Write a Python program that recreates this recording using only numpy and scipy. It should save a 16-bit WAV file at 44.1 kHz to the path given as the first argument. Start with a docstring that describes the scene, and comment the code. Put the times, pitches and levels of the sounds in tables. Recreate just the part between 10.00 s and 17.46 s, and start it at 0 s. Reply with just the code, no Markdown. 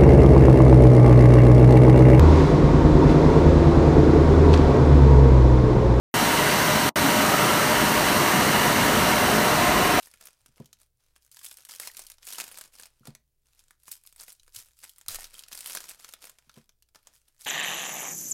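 """Opening foil packs of trading cards

Gloved hands tear open foil packs, close to a microphone in a small room. Every squeeze, pull and rip
makes tiny patches of foil flip (the crinkle), while bigger creases give single, louder snaps.
Each stack of cards is then dropped on a padded table, which thumps.
The handling shakes the microphone stand, over faint hum and hiss."""
import sys
import numpy as np
from scipy import signal
from scipy.fft import rfft, irfft, next_fast_len
from scipy.io import wavfile
from scipy.ndimage import uniform_filter1d

SR = 44100
rng = np.random.default_rng(int(sys.argv[2]) if len(sys.argv) > 2 else 0)


def bounce(signal):
    """Save signal as a 16-bit WAV file at the path given by the first command-line argument."""
    frames = np.transpose(np.atleast_2d(signal))
    limited = np.clip(frames, -1, 1)
    pcm = np.round(limited * 32767).astype(np.int16)
    wavfile.write(sys.argv[1], SR, pcm)


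N = 328986

# Levels compare rows within a table. A t60 is the time a sound takes to fade by 60 dB.
# how hard the microphone stand shakes: time_s, level_db
STAND_SHAKE = [(0.0, -77.5), (1.76, -82), (1.89, -67.5), (3.84, -79.5), (4.67, -64.5), (4.92, -87),
               (5.17, -51), (5.42, -75), (5.75, -65), (6.1, -78), (7.46, -76.5)]
# the tone of the stand's rumble: frequency_hz, level_db
STAND_SPECTRUM = [(8, -14), (19, 4), (33, -17), (55, -21.5), (90, -24.5), (140, -38.5), (220, -55.5),
                  (600, -82)]
# a fan motor's hum beating against the mains hum: pitch_hz, level_db
HUM_TONES = [(57, -82), (60, -83), (119.5, -98.5)]
# the tone of the steady room noise: frequency_hz, level_db
HISS_SPECTRUM = [(30, -14.5), (60, -12), (130, -8), (200, -27), (450, -25), (1100, -39), (7000, -36),
                 (16000, -31.5)]
# the tone of the foil: frequency_hz, level_db
FOIL_SPECTRUM = [(100, -33.5), (180, -10.5), (260, -11), (340, -11.5), (600, -6.5), (1100, -4), (1600, -1),
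                 (2400, -3), (3700, -1), (5600, -0.5), (9500, 0.5), (12000, -1.5), (14000, -5),
                 (16000, -11)]
# a held pack rustles softly: start_s, hold_s, level_db, brightness_db_per_octave
HELD_RUSTLES = [(0, 0.33, -67, -1.5), (.33, 0.43, -73, -2.5), (1.15, 0.14, -76.5, -3),
                (1.33, 0.81, -61.5, 1), (2.22, 0.45, -60, -2), (2.86, 0.24, -73, -2), (3.8, 1.7, -70.5, 1),
                (5.1, 1.22, -64.5, -3.5), (6.32, 0.31, -71, -2.5), (6.96, 0.44, -75.5, -0.5)]
# each squeeze, pull or slide of the wrapper: start_s, hold_s, level_db, brightness_db_per_octave
HAND_STROKES = [(.027, 0.041, -51.5, 0), (.21, .075, -54, -2), (.575, 0.06, -66.5, -5.5),
                (.80, 0.032, -63, -.5), (1.0, 0.12, -73, -2.5), (1.22, 0.043, -65.5, 2),
                (1.33, 0.075, -56, 2.5), (1.44, 0.029, -41.5, 2.5), (1.51, 0.017, -49, 2),
                (1.58, 0.024, -55, -1.5), (1.70, 0.06, -44.5, .5), (1.89, 0.071, -55.5, 2),
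                (1.97, 0.057, -47.5, 0), (2.05, 0.065, -60.5, -0.5), (2.27, 0.14, -42.5, 0.5),
                (2.385, .03, -39.5, -2.5), (2.44, 0.21, -50, -1), (2.735, 0.025, -55, -0.5),
                (2.785, 0.07, -52, -1), (3.06, 0.027, -54.5, -4.5), (3.46, 0.28, -71, -1.5),
                (3.575, 0.049, -65.5, -0.5), (3.873, 0.0082, -49, 1.5), (3.916, 0.021, -43.5, 3),
                (4.068, 0.0081, -52.5, 1.5), (4.195, .03, -46, 0), (4.28, 0.03, -49, 1),
                (4.548, 0.057, -44.5, 1.5), (4.66, 0.019, -59, 0), (4.78, .14, -58.5, 2.5),
                (4.835, 0.011, -46.5, -1), (4.97, .05, -64.5, -1.5), (5.19, 0.064, -46, -0.5),
                (5.335, 0.073, -50, -0.5), (5.52, 0.13, -45, 0.5), (5.66, 0.11, -38.5, -0.15),
                (5.80, 0.087, -50.5, -1), (5.89, 0.03, -44.5, -1), (5.99, 0.13, -55, -0.5),
                (6.225, 0.042, -48, -1.5), (6.56, 0.037, -60.5, -3.5), (6.96, 0.029, -69, -3),
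                (7.06, 0.074, -68, -4), (7.145, 0.027, -60.5, 1.5), (7.28, 0.006, -67, -2.5),
                (7.405, 0.053, -50, 1)]
# the sealed seam rips open: start_s, hold_s, level_db, brightness_db_per_octave
SEAM_RIPS = [(1.798, 0.086, -42, 0), (5.083, .08, -38.5, 0.06)]
# big creases snap (body is the lower part, sparkle the top): start_s, level_db, body_db, sparkle_db
CREASE_SNAPS = [(.0715, -47, 17, 13), (0.1142, -52, 2, 1), (0.1388, -47.5, 9, -3), (0.2123, -48.5, 15, 9),
                (0.2555, -43, 3, 12), (0.2709, -42, -0.5, 0), (0.461, -49.5, 0.5, -3),
                (0.658, -51.5, -4, -3), (0.7298, -45.5, -3.5, -3), (0.8158, -54, 5, 2), (1.162, -52, 6, -4),
                (1.315, -48, -10, 4), (1.392, -46, -11, -2), (1.4634, -37.5, -9, -3.5),
                (1.514, -43, 3.5, -4), (1.5267, -46, -13, 10), (1.571, -43, -8, 4.5),
                (1.651, -41.5, -2.5, 2.5), (1.6895, -43.5, 1.5, 6), (1.7989, -30, 4, 3),
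                (1.8738, -31.5, 2, .5), (1.969, -36.5, -5.5, -0.5), (1.9932, -36, 9, 6.5),
                (2.067, -41, -18, 1), (2.101, -40, 2, 4), (2.118, -43, -2.5, -1), (2.1837, -54, 2, -9),
                (2.2297, -47, -3, -7), (2.252, -45, -9, 10), (2.2865, -36.5, -7, -1.5),
                (2.326, -35, -2, -2), (2.3334, -34.5, 2, 4), (2.3856, -35, 14, 5.5),
                (2.4012, -28.5, 6, 1.5), (2.409, -30.5, -5, -4.5), (2.44, -37.5, 1, 4),
                (2.4798, -41.5, 8, 3), (2.5234, -44, 7, 13), (2.574, -39, 3, 2), (2.586, -37, 7, 7),
                (2.6117, -37.5, 3.5, 1.5), (2.7981, -40.5, 6.5, 3), (3.0727, -43.5, -5, 5),
                (3.1507, -44, 10, 0.5), (3.593, -52.5, -2, -3), (3.708, -50, 8, 2), (3.8342, -54, 5, 11),
                (3.881, -41.5, 11.5, 7.5), (3.917, -31.5, -12, 9), (4.0373, -54.5, 1, 9),
                (4.0636, -48, -8, 18), (4.126, -51, 0.5, 3.5), (4.1616, -48, 8, 10), (4.209, -40.5, 10, 9),
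                (4.236, -44, 6.5, 10), (4.2822, -44, 8, 2), (4.3268, -45, -6, 12), (4.397, -55, -19, -13),
                (4.4792, -53.5, 12.5, -1), (4.5633, -35.5, -20, -2.5), (4.841, -41, 6.5, 6.5),
                (4.8943, -44, -22.5, 2), (4.9613, -56.5, 0, -1), (4.9834, -46.5, 4.5, 6.5),
                (5.0129, -47.5, 4, -0.5), (5.0627, -50, 6, -2), (5.0833, -25.5, -15, 4.5),
                (5.1062, -44, -10, -5), (5.1459, -31, 3, 3), (5.1578, -32.5, 2.5, 2),
                (5.207, -40, -3, 11.5), (5.2429, -37, -4, -7), (5.3923, -38, -15.5, 1.5),
                (5.4366, -42.5, -10, -6.5), (5.4836, -44.5, 2.5, 3.5), (5.516, -44, 4, -5),
                (5.5287, -36.5, -3, -3), (5.5486, -41.5, 3.5, 2), (5.5756, -36.5, -5, 0),
                (5.6074, -34.5, -1, 6), (5.673, -35, -13, 13), (5.751, -28, 9.5, 7.5),
                (5.7725, -31, -2, -8), (5.8052, -38, 4.5, 2), (5.8407, -40, 4.5, -3),
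                (5.894, -36.5, 1, 9.5), (6.0458, -39, 4, -4), (6.0898, -42.5, 0.5, -4.5),
                (6.1376, -37.5, 3, -2.5), (6.253, -42.5, 9.5, 7), (6.2964, -43.5, 2, 4),
                (6.3862, -51.5, 7, -4), (6.4952, -49.5, 2.5, -11), (6.5413, -55.5, -15, -5),
                (6.6929, -53.5, 4, -8.5), (6.824, -55, -6.5, -4.5), (6.888, -64.5, 1.5, -2),
                (6.9478, -51, 8, -4), (6.9576, -46.5, 9, -7), (7.0715, -45, 6.5, 0.5),
                (7.449, -39.5, -21, 2)]
# soft bumps on the table as the cards are lowered: start_s, level_db
CARD_TOUCHES = [(0.487, -59), (3.008, -51.5), (6.472, -62)]
# a stack of cards lands: start_s, level_db, hardness_db_per_octave
CARD_DROPS = [(0.6003, -36.5, 0.5), (3.0809, -36, -4.5), (6.572, -46, 1.5)]
# the notes of the table with the card pile on it: pitch_hz, level_db, t60_s
TABLE_NOTES = [(143, -6, 0.097), (175, -5.5, 0.067), (224.5, -1, 0.056), (276, -5.5, 0.026),
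               (380, -7, 0.049), (500, -14, 0.065), (705, -10.5, 0.029), (1000, -14, 0.029)]
# tugs on the pack that jolt the table: start_s, level_db, pitch_hz
PACK_TUGS = [(4.567, -55.5, 104), (5.085, -49, 85), (5.094, -58.5, 131)]
# hollow pops of larger panels of wrapper and card: start_s, level_db, pitch_hz
PANEL_POPS = [(1.8345, -40, 2100), (1.875, -39.5, 4200), (1.899, -43, 1910), (2.348, -41, 2980),
              (2.4002, -38, 2480), (2.4052, -43, 2200), (2.612, -43, 1590), (3.033, -57.5, 1340),
              (3.7085, -50, 1750), (4.397, -54, 4000), (5.0866, -33, 4000), (5.087, -37.5, 1270),
              (5.187, -39.5, 765), (5.351, -45, 3200), (5.659, -39.5, 3090), (5.759, -41, 705),
              (5.7716, -33, 1630), (6.1378, -47.5, 1290), (6.4958, -49, 1370)]
# how long the room echoes: frequency_hz, t60_s
ROOM_DECAY = [(150, .3), (1500, 0.24), (6000, 0.16), (15000, 0.064)]
# peaks and dips in tone from the table top and back wall: centre_hz, width_hz, gain_db
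SURFACE_BANDS = [(718, 31, -4), (810, 39, -4.5), (1097, 56, -2.5), (1630, 91, -0.5), (1874, 760, -3),
                 (2200, 82, 2.5), (2490, 130, 3), (2770, 290, -1)]

TOP_HZ = 16050  # upper edge of the treble
RIP_EVENNESS = 0.76  # a seam gives way in more even steps than loose foil does (0-1)
LIGHT_DB, LIGHT_RANGE_DB = -56, 16  # below this level, over this range, flipping gives way to sliding
LIGHT_SLIDE_DB, LIGHT_FLIP_DB = 2.2, -5  # change in each under the lightest touch
TOUCH_HARDNESS = -5  # dB per octave
SETTLE_S, SETTLE_DB, SETTLE_HARDNESS = 0.026, -13, -3  # a stack's far edge lands later, weaker, softer
SWAY_HZ, SWAY_T60_S, SWAY_DB = 55.2, 0.44, -64  # each drop sets the microphone stand swaying


def amp(db):
    """Turn decibels into a number to multiply by."""
    return 10 ** (np.asarray(db) / 20)


def along(points, hz):
    """Read between (frequency, value) points on a log frequency scale."""
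    frequencies, values = np.transpose(points)
    return np.interp(np.log(hz + 1), np.log(frequencies + 1), values)


def curves(rows):
    """Stretch each column after the time to one value per sample."""
    times, *columns = np.transpose(rows)
    return [np.interp(np.arange(N) / SR, times, column) for column in columns]


def filtered(x, response):
    """Scale each frequency in x by response(hz)."""
    size = next_fast_len(N + SR // 2)
    return irfft(rfft(x, size) * response(np.fft.rfftfreq(size, 1 / SR)), size)[:N]


def noise(spectrum):
    """Noise with the given tone and an average power of 1."""
    x = filtered(rng.standard_normal(N), lambda hz: amp(along(spectrum, hz)))
    return x / np.sqrt(np.mean(x ** 2) + 1e-20)


def add(track, start_s, sound):
    """Mix a sound into the track."""
    rest = track[max(0, round(start_s * SR)):][:len(sound)]
    rest += sound[:len(rest)]


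def causal(gain_db):
    """Turn a gain curve into a filter that rings only after a hit (minimum phase)."""
    cepstrum = irfft(np.log(amp(gain_db) + 1e-6))
    half = len(cepstrum) // 2
    cepstrum[1:half] *= 2
    cepstrum[half + 1:] = 0
    return np.exp(rfft(cepstrum))


def ping(t, hz, t60, attack_s):
    """A pure tone that starts softly and dies away."""
    return np.sin(2 * np.pi * hz * t) * amp(-60 * t / t60) * (1 - np.exp(-t / attack_s))


def background():
    """The shaken stand rumbles, fan and mains hum, and the room hisses."""
    shake_db, = curves(STAND_SHAKE)
    t = np.arange(N) / SR
    hum = sum(amp(db) * np.sqrt(2) * np.sin(2 * np.pi * (hz * t + rng.random())) for hz, db in HUM_TONES)
    rumble = amp(shake_db + 2.0) * noise(STAND_SPECTRUM)
    return rumble + hum + amp(-79.5) * noise(HISS_SPECTRUM)


def moves(rows, t, swell_s, fade_s, sag_db=2):
    """Hand moves swell, sag a little and fade. 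Gives their total power, and power times brightness."""
    start, hold, db, brightness = np.transpose(rows)[:, :, None]
    shape = np.exp(np.minimum(t - start, 0) / swell_s - np.maximum(t - start - hold, 0) / fade_s)
    progress = np.clip((t - start) / hold - .5, -.5, .5)
    power = (shape * amp(db - sag_db * progress)) ** 2
    return np.array([power.sum(0), (brightness * power).sum(0)])


def handling(still_db=-86.5):
    """All hand moves together: the foil's level in dB, its brightness and the share that is ripping."""
    t = np.arange(0, N, 32) / SR
    rips = moves(SEAM_RIPS, t, swell_s=0.00089, fade_s=0.013)
    strokes = moves(HAND_STROKES, t, swell_s=.009, fade_s=.022)
    held = moves(HELD_RUSTLES, t, swell_s=.01, fade_s=.024)
    power, bright_power = rips + strokes + held
    power = power + amp(still_db) ** 2  # the wrappers lying at rest
    return curves(np.column_stack([t, 10 * np.log10(power), bright_power / power, rips[0] / power]))


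def buckle(body_db, sparkle_db, crack_t60, ring_t60, ring_db, pop, uneven_db, size=2048, count=26):
    """One patch of foil flips: a pop, a short crack and a ring with its own tone. Total energy is 1."""
    t, hz = np.arange(size) / SR, np.fft.rfftfreq(size, 1 / SR)
    flex = rng.standard_normal(size) * (amp(-60 * t / crack_t60) + amp(ring_db - 60 * t / ring_t60))
    flex[0] += pop * rng.choice([-1, 1])
    resonances = np.column_stack([np.geomspace(400, TOP_HZ, count), rng.standard_normal(count)])
    shape_db = along([(1900, body_db), (3000, 0.013), (6000, 0.0076), (8200, sparkle_db)], hz)
    tone_db = along(FOIL_SPECTRUM, hz) + shape_db + uneven_db * along(resonances, hz)
    wave = irfft(rfft(flex) * causal(tone_db))
    return wave / np.linalg.norm(wave)


def crinkle(base_rate=1300, crowding=.4, spread_db=5.4, slide_db=-8.0, patches=24):
    """Tiny patches flip at random, more often under harder handling, while foil and cards slide."""
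    level_db, brightness, ripping = handling()
    flips = rng.random(N) < base_rate * amp(crowding * (level_db + 52)) / SR
    unevenness = 1.5 - RIP_EVENNESS * ripping
    size_db = spread_db * unevenness * np.minimum(rng.exponential(size=N), 4)
    sizes = flips * amp(size_db) * rng.choice([-1, 1], N)
    local_power = np.abs(uniform_filter1d(sizes ** 2, int(0.037 * SR)))
    sizes /= np.sqrt(local_power + 1e-4)  # the hand sets the power, however many patches flip
    patch = rng.integers(patches, size=N)
    lightness = np.clip((LIGHT_DB - level_db) / LIGHT_RANGE_DB, 0, 1)
    sizes *= amp(LIGHT_FLIP_DB * lightness)
    sheet = amp(level_db + slide_db + LIGHT_SLIDE_DB * lightness) * noise(FOIL_SPECTRUM)  # sliding
    for k in range(patches):
        ring = buckle(0, 0, crack_t60=.002, ring_t60=0.016, ring_db=-7, pop=3.4, uneven_db=4)
        sheet += signal.oaconvolve(amp(level_db - 3.5) * sizes * (patch == k), ring)[:N]
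    # tight foil sounds brighter than slack foil
    hz, t, spectra = signal.stft(sheet, SR, nperseg=128)
    octaves = np.log2(np.clip(hz, 380, 12000) / 7000)[:, None]
    tilt_db = octaves * np.interp(t * SR, np.arange(N), brightness)
    return signal.istft(spectra * amp(tilt_db), SR, nperseg=128)[1][:N]


def stray_ticks(per_second=24):
    """Bent foil keeps relaxing in thin random ticks, heard in the quiet moments."""
    level_db = handling()[0]
    track = np.zeros(N)
    for start in np.flatnonzero(rng.random(N) < per_second / SR):
        db = min(level_db[start] + 8, -58) + rng.normal(0, 2.5)  # follows the handling, up to a limit
        tick = buckle(0, 0, crack_t60=.002, ring_t60=0.021, ring_db=-10, pop=4.2, uneven_db=5)
        add(track, start / SR, amp(db + 19.5) * tick)
    return track


def small_snaps(per_second=9, threshold_db=-66, scatter_db=2, tone_spread_db=4):
    """While the foil is worked, small creases give way at random."""
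    level_db = handling()[0]
    track = np.zeros(N)
    for start in np.flatnonzero((rng.random(N) < per_second / SR) & (level_db > threshold_db)):
        size, body, sparkle = rng.standard_normal(3)
        crease = buckle(tone_spread_db * body, tone_spread_db * sparkle,
                        crack_t60=.003, ring_t60=0.026, ring_db=-2.5, pop=3.4, uneven_db=3.5)
        db = min(level_db[start] + 5, -47) + scatter_db * size
        add(track, start / SR, amp(db + 22) * crease)
    return track


def big_snaps():
    """Large creases give way one at a time."""
    track = np.zeros(N)
    for start_s, db, body_db, sparkle_db in CREASE_SNAPS:
        crease = buckle(body_db - 1, sparkle_db + .5,
                        crack_t60=0.0034, ring_t60=0.032, ring_db=0, pop=5.4, uneven_db=1.8)
        add(track, start_s, amp(db + 21.5) * crease)
    return track


def landings():
    """Each stack touches, lands and settles. 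One row a contact: start_s, level_db, hardness."""
    touches = [(start_s, db, TOUCH_HARDNESS) for start_s, db in CARD_TOUCHES]
    settles = [(start_s + SETTLE_S, db + SETTLE_DB, hardness + SETTLE_HARDNESS)
               for start_s, db, hardness in CARD_DROPS]
    return touches + list(CARD_DROPS) + settles


def table_thumps():
    """Soft landings ring the table's low notes, hard ones the higher too; a tug gives one dull jolt."""
    track, t = np.zeros(N), np.arange(SR // 4) / SR
    for start_s, db, hardness in landings():
        for hz, note_db, t60 in TABLE_NOTES:
            strength = amp(db + 7.5 + note_db + hardness * np.log2(hz / 140) + rng.normal(0, 0.18))
            pitch_hz = hz * (1 + rng.normal(0, 0.042))
            add(track, start_s, -strength * ping(t, pitch_hz, t60, attack_s=0.0038))
    bass_cut = signal.butter(3, 92, "high", fs=SR, output="sos")  # the thumps carry no deep bass
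    track = signal.sosfilt(bass_cut, track)
    stand_sway = amp(SWAY_DB) * ping(np.arange(SR) / SR, SWAY_HZ, SWAY_T60_S, attack_s=0.013)
    for start_s, *_ in CARD_DROPS:
        add(track, start_s, stand_sway)
    for start_s, db, hz in PACK_TUGS:
        add(track, start_s, amp(db + 9.0) * ping(t, hz, t60=0.086, attack_s=0.0073))
    return track


def panel_pops():
    """A larger panel flips and rings briefly at its own pitch."""
    track, t = np.zeros(N), np.arange(SR // 20) / SR
    for start_s, db, hz in PANEL_POPS:
        add(track, start_s, amp(db + 6.5) * ping(t, hz, t60=0.018, attack_s=0.00048))
    return track


def room_echo(x, delay_s=.003, places=4, stay_s=.25):
    """A short, blurred echo. Several versions take turns, as if the hands were moving about."""
    echo = np.zeros(N)
    place = (np.arange(N) / SR / stay_s).astype(int) % places
    for k in range(places):
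        hz, t, spectra = signal.stft(rng.standard_normal(SR // 3), SR, nperseg=256)
        fade = amp(-60 * t / along(ROOM_DECAY, hz)[:, None])
        tail = signal.istft(spectra * fade, SR, nperseg=256)[1]
        tail = np.pad(tail / np.linalg.norm(tail), (int(delay_s * SR), 0))
        echo += signal.oaconvolve(x * (place == k), tail)[:N]
    return echo


def close_surfaces(x, size=4096):
    """Sound bouncing off the table top and wall boosts some pitches and weakens others."""
    hz = np.fft.rfftfreq(size, 1 / SR)
    gain_db = sum(db / (1 + (2 * (hz - centre) / width) ** 2) for centre, width, db in SURFACE_BANDS)
    return signal.oaconvolve(x, irfft(causal(gain_db)))[:N]


def scene():
    """Foil and table in the room, as one channel."""
    creases = big_snaps() + small_snaps() + panel_pops() + stray_ticks()
    rustle = crinkle()
    table = table_thumps()
    echo = room_echo(amp(-14.0) * creases + amp(-15) * rustle + amp(-20.0) * table)
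    return (close_surfaces(creases + rustle + table + echo) + background())[None]


def record(dry):
    """Cut off the treble steeply above TOP_HZ."""
    return np.array([filtered(x, lambda hz: 1 / np.sqrt(1 + (hz / TOP_HZ) ** 160)) for x in dry])


dry = scene()
out = record(dry)
bounce(out)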